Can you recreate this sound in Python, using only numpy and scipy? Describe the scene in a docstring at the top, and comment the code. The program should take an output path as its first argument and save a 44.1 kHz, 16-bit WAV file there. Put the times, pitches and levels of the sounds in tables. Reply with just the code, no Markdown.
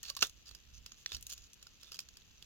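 """Handling a camera in a quiet wood

Fingers shift on a hand-held camera. The casing rubs, ticks, gives one sharp knock and later a small snap,
carried straight into its two microphones. Contacts are noise bursts coloured by the casing, or damped
modes. Under them lie a soft hiss and a low, uneven rumble of air and hand movement."""
import sys
import numpy as np
from scipy import signal
from scipy.fft import rfft, irfft
from scipy.io import wavfile

SR = 44100
rng = np.random.default_rng(int(sys.argv[2]) if len(sys.argv) > 2 else 0)


def dump(signal):
    """Clip the signal to [-1, 1] and save it as 16-bit WAV at the path in sys.argv[1]."""
    limited = np.clip(np.atleast_2d(signal).T, -1, 1)
    pcm = np.round(limited * 32767).astype(np.int16)
    wavfile.write(sys.argv[1], SR, pcm)


N = 108045
RIGHT_LAG_S = 0.0001
BLOW_S = 0.005  # an impact's level is its energy spread over this time

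# Casing response at the microphones. Each row: frequency in Hz, left gain in dB, right gain in dB.
CASING_COLOUR = [(152, -11.5, -15.5), (455, -6, -5), (904, -11.5, -14), (1280, -3, -4.5), (1820, -12, -4),
                 (2146, -6, -16), (2633, 2, 5.5), (3720, -3.5, 7), (4530, 0, 7.5), (6860, 4, 3),
                 (8230, -13, -22.5), (12500, -8.5, -15.5), (16600, -7, -16)]


def undb(db):
    """Decibels to gain."""
    return 10 ** (np.asarray(db) / 20)


def level(x, db, seconds):
    """Give x the energy of a sound at this level lasting this long."""
    return x * undb(db) * np.sqrt(seconds * SR / np.mean(np.sum(x ** 2, axis=-1)))


def add(out, x, start_s):
    """Mix x into out."""
    i = max(int(start_s * SR), 0)
    out[:, i:i + x.shape[1]] += x[:, :N - i]


def colour(table, size=2048):
    """FFT bin frequencies, and a colour table's left and right gains on them."""
    hz = np.maximum(np.arange(size // 2 + 1) * SR / size, 1)
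    rows = np.array(table)
    return hz, undb([np.interp(np.log(hz), np.log(rows[:, 0]), db) for db in rows.T[1:]])


def shape(x, gain):
    """Minimum-phase filter with these gains."""
    cepstrum = irfft(np.log(gain + 1e-9))
    half = cepstrum.shape[1] // 2
    cepstrum[:, 1:half] *= 2
    cepstrum[:, half + 1:] = 0
    impulse = irfft(np.exp(rfft(cepstrum)))
    return signal.fftconvolve(x, impulse, axes=1)[:, :x.shape[1]]


def mic_noise(n, correlation):
    """Noise partly shared by the two microphones, reaching the right one later."""
    shared = rng.standard_normal(n)
    pair = np.array([shared, np.roll(shared, int(RIGHT_LAG_S * SR))])
    return np.sqrt(correlation) * pair + np.sqrt(1 - correlation) * rng.standard_normal((2, n))


def casing(force, bass_db, treble_db, ring_hz):
    """Micro-slips under a force envelope, coloured by the casing and the ring of the spot touched."""
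    bass_hz, treble_hz = 2100, 7500
    hz, gain = colour(CASING_COLOUR)
    peak_db = 10 / (1 + (np.log(hz / ring_hz) / 0.038) ** 2)
    skirt_db = -2 * abs(np.log2(hz / ring_hz))
    gain = gain * undb(peak_db + skirt_db)
    # High-ringing and bright contacts have less bass.
    bass_db = bass_db - 20 * np.log10(ring_hz / bass_hz) - 0.5 * max(treble_db + 8, 0)
    bass = 1 / (1 + (hz / bass_hz) ** 24)
    treble = 1 / (1 + (treble_hz / hz) ** 40)
    middle = abs(1 - bass - treble)
    power = 0
    for band, db in ((bass, bass_db), (middle, 0), (treble, treble_db)):
        power = power + undb(db) ** 2 * band * gain ** 2 / np.mean(band * gain ** 2)
    return shape(mic_noise(len(force), correlation=0.6) * force, np.sqrt(power))


def grains(n, per_s, spread_db, decay_s):
    """Force envelope of random catches of uneven size, each dying exponentially."""
    onsets = rng.random(n) < per_s / SR
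    catches = onsets * undb(spread_db * np.minimum(rng.exponential(size=n), 3))
    return np.sqrt(signal.lfilter([1], [1, -np.exp(-2 / (decay_s * SR))], catches ** 2))


def impacts(table, bass_db, rise_s, decay_s):
    """Contacts on the casing: each rises fast, dies in milliseconds and leaves a faint tail."""
    tail_db, tail_s = -16, 0.018
    out, t = np.zeros((2, N)), np.arange(-0.004, 0.05, 1 / SR)
    before, after = np.minimum(t, 0), np.maximum(t, 0)
    fall = np.exp(-after / decay_s) + undb(tail_db) * np.exp(-after / tail_s)
    force = np.exp(before / rise_s) * fall
    for peak_s, db, treble_db, ring_hz in table:
        burst = casing(force, bass_db, treble_db, ring_hz)
        add(out, level(burst, db, BLOW_S), peak_s + t[0])
    return out


def ring(modes, t):
    """Damped modes struck together in alternating polarity, each panned by the casing response."""
    bin_hz, gain = colour(CASING_COLOUR)
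    share = gain / np.hypot(*gain)
    t = np.maximum(t - np.array([[0], [RIGHT_LAG_S]]), 0)
    out = 0
    for k, (hz, db, t60_s) in enumerate(modes):
        pan = share[:, [np.searchsorted(bin_hz, hz)]]
        out = out + (-1) ** k * pan * undb(db - 60 * t / t60_s) * np.sin(2 * np.pi * hz * t)
    return out


def hiss():
    """Soft, steady noise, mostly different in each microphone."""
    # Each row: frequency in Hz, left gain in dB, right gain in dB.
    spectrum = [(147, 11, 9.5), (743, -6.5, -7.5), (2250, -1.5, -5.5), (2670, 6.5, 2), (4880, -6, 0.5),
                (7230, 0.5, -15.5), (9100, -33, -22.5), (11700, -9, -13.5), (15600, -14.5, -15.5)]
    noise = shape(mic_noise(N, correlation=0.11), colour(spectrum)[1])
    return level(noise, -65.5, N / SR)


def rumble():
    """Air and hand movement: low noise that swells and sinks."""
    # Each row: frequency in Hz, left gain in dB, right gain in dB.
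    spectrum = [(20, -18.5, -5.5), (60.4, -1, 5.5), (104, -15, -9), (238, -27, -21.5), (1910, -71, -84)]
    # Each row: time in seconds, gain in dB.
    swell = [(0, -72), (.45, -66.5), (0.621, -71.5), (.78, -61), (.9, -71), (1.12, -74), (1.149, -54),
             (1.32, -72.5), (1.42, -62.5), (1.499, -75), (2.45, -71.5)]
    noise = shape(mic_noise(N, correlation=0.86), colour(spectrum, size=8192)[1])
    envelope = undb(np.interp(np.arange(N) / SR, *np.array(swell).T))
    return level(noise, 4.5, N / SR) * envelope


def creep():
    """The grip never rests: tiny catches crackle throughout."""
    force = grains(N, per_s=230, spread_db=-0.6, decay_s=0.00031)
    return level(casing(force, bass_db=-4.5, treble_db=-13.5, ring_hz=6170), -70, N / SR)


def rubs():
    """Skin sticks and slips on the casing in short, gritty strokes."""
    # Each row: start in seconds, length in seconds, level in dB, treble in dB re middle, ring in Hz.
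    strokes = [(0.03, 0.07, -48, -13, 4370), (0.205, 0.017, -39, -11, 6200),
               (0.457, 0.029, -54.5, -12, 4820), (0.735, 0.049, -59, -12, 6200),
               (0.969, 0.064, -63.5, -7.5, 6500), (1.072, 0.04, -55, -11, 3480),
               (1.123, 0.034, -45.5, -10, 4780), (1.293, 0.02, -46, -8.5, 6450),
               (1.318, 0.019, -43, -5, 6720), (1.34, 0.13, -62, -11.5, 6860), (1.529, 0.012, -55, -2, 6040),
               (1.803, 0.098, -60.5, -11.5, 3530), (1.912, 0.058, -53.5, -10, 4950)]
    edge_s, slide_db, bass_db = 0.0043, -9, -11
    out = np.zeros((2, N))
    for start_s, length_s, db, treble_db, ring_hz in strokes:
        t = np.arange(int((length_s + 0.03) * SR)) / SR
        press = (1 - np.exp(-2 * t / edge_s)) * np.exp(-np.maximum(t - length_s, 0) / edge_s)
        grit = grains(len(t), per_s=1200, spread_db=5, decay_s=0.00083)
        stroke = casing(press * (undb(slide_db) + grit), bass_db, treble_db, ring_hz)
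        add(out, level(stroke, db, length_s), start_s)
    return out


def ticks():
    """The casing ticks under shifting fingers."""
    # Each row: time in seconds, level in dB, treble in dB re middle, ring in Hz.
    contacts = [(.0314, -40.5, -1.5, 6500), (.095, -44.5, -13, 4250), (.1005, -33.5, -8.5, 4550),
                (.1511, -47.5, -11, 6440), (.1672, -37, -3.5, 4800), (.172, -41, -6, 4170),
                (.191, -44.5, -21, 4360), (.2695, -43.5, -4.5, 6440), (.2962, -49.5, -3.5, 6370),
                (.4917, -48.5, -8, 4630), (.512, -49.5, -11, 4200), (.55, -46.5, -8.5, 4940),
                (.8625, -43.5, -9.5, 5040), (.9198, -47, -13.5, 6640), (1.0614, -47.5, -6.5, 4180),
                (1.1195, -37.5, -15, 3640), (1.148, -37, -13, 5740), (1.1672, -44, -6, 4450),
                (1.2103, -52.5, 5, 2530), (1.2268, -45, 3, 6060), (1.268, -40.5, 1.5, 6760),
                (1.2987, -46, 10, 4200), (1.379, -50, -5, 5600), (1.6278, -49, -4.5, 7140),
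                (1.669, -50, -12.5, 5000), (1.832, -49.5, -8.5, 5240), (1.9198, -43.5, -7, 5200),
                (1.9447, -45, -7.5, 4800), (1.9912, -35.5, -6, 4970), (2.0038, -45, -6, 5360),
                (2.088, -51, -11, 6560), (2.1707, -50, -6, 5020), (2.2195, -60.5, -15, 3400),
                (2.4255, -48, -7, 3420)]
    return impacts(contacts, bass_db=-8.5, rise_s=0.0008, decay_s=0.0016)


def taps():
    """A fingertip strikes the casing; a hollow, damped note answers."""
    # Each row: start in seconds, level in dB, pitch in Hz, T60 in seconds.
    notes = [(0.0316, -58.5, 1840, 0.051), (0.1004, -60.5, 575, 0.04), (0.1035, -54.5, 1130, 0.057),
             (.167, -47, 1103, 0.028), (1.6671, -60.5, 1425, 0.015), (1.9907, -47.5, 2576, 0.015)]
    out, t = np.zeros((2, N)), np.arange(SR // 10) / SR
    for start_s, db, hz, t60_s in notes:
        attack = 1 - np.exp(-t * hz)
        note = attack * undb(-60 * t / t60_s) * np.sin(2 * np.pi * hz * t)
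        add(out, level(np.array([note, note]), db, BLOW_S), start_s)
    return out


def knock():
    """A part catches and snaps home; the casing rings and shudders on."""
    # Catch, then blow. Each row: time in seconds, level in dB, treble in dB re middle, ring in Hz.
    contacts = [(0.223, -27.5, -12.5, 5940), (0.2262, -26, -6, 5520)]
    # Each row: frequency in Hz, relative level in dB, T60 in seconds.
    modes = [(119, -29.5, .04), (291, -27, 0.055), (418, -22, 0.053), (749, -22.5, 0.042),
             (1141, -20, 0.052), (1377, -7, 0.023), (1506, -9.5, 0.03), (2790, 3, .02), (4454, 2, 0.018),
             (6210, -6, .025)]
    shudder_decay_s = 0.015
    out = impacts(contacts, bass_db=-0.5, rise_s=0.00065, decay_s=0.0018)
    t = np.arange(SR // 8) / SR
    grit = grains(len(t), per_s=570, spread_db=1.3, decay_s=0.00057)
    force = np.exp(-t / shudder_decay_s) * (1.85 + grit)
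    shudder = casing(force, bass_db=-6, treble_db=-7.5, ring_hz=3520)
    body = level(ring(modes, t), -20, BLOW_S) + level(shudder, -26.5, BLOW_S)
    add(out, body, start_s=contacts[-1][0])
    return out


def snap():
    """A small stiff part flicks over and rings for a few milliseconds."""
    # Each row: frequency in Hz, relative level in dB, T60 in seconds.
    modes = [(1850, -1.5, 0.0078), (3500, 3.5, 0.0039), (4350, 3, 0.0079), (5810, 1.5, 0.012)]
    out, t = np.zeros((2, N)), np.arange(SR // 10) / SR
    add(out, level(ring(modes, t), -33, BLOW_S), start_s=1.0612)
    return out


def scene():
    """Handling sounds over hiss and rumble, in stereo."""
    return ticks() + taps() + knock() + snap() + rubs() + creep() + hiss() + rumble()


def record(dry):
    """Steep elliptic low-pass."""
    cutoff_hz = 16100
    return signal.sosfilt(signal.ellip(10, 0.2, 80, cutoff_hz, fs=SR, output="sos"), dry)


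dry = scene()
out = record(dry)
dump(out)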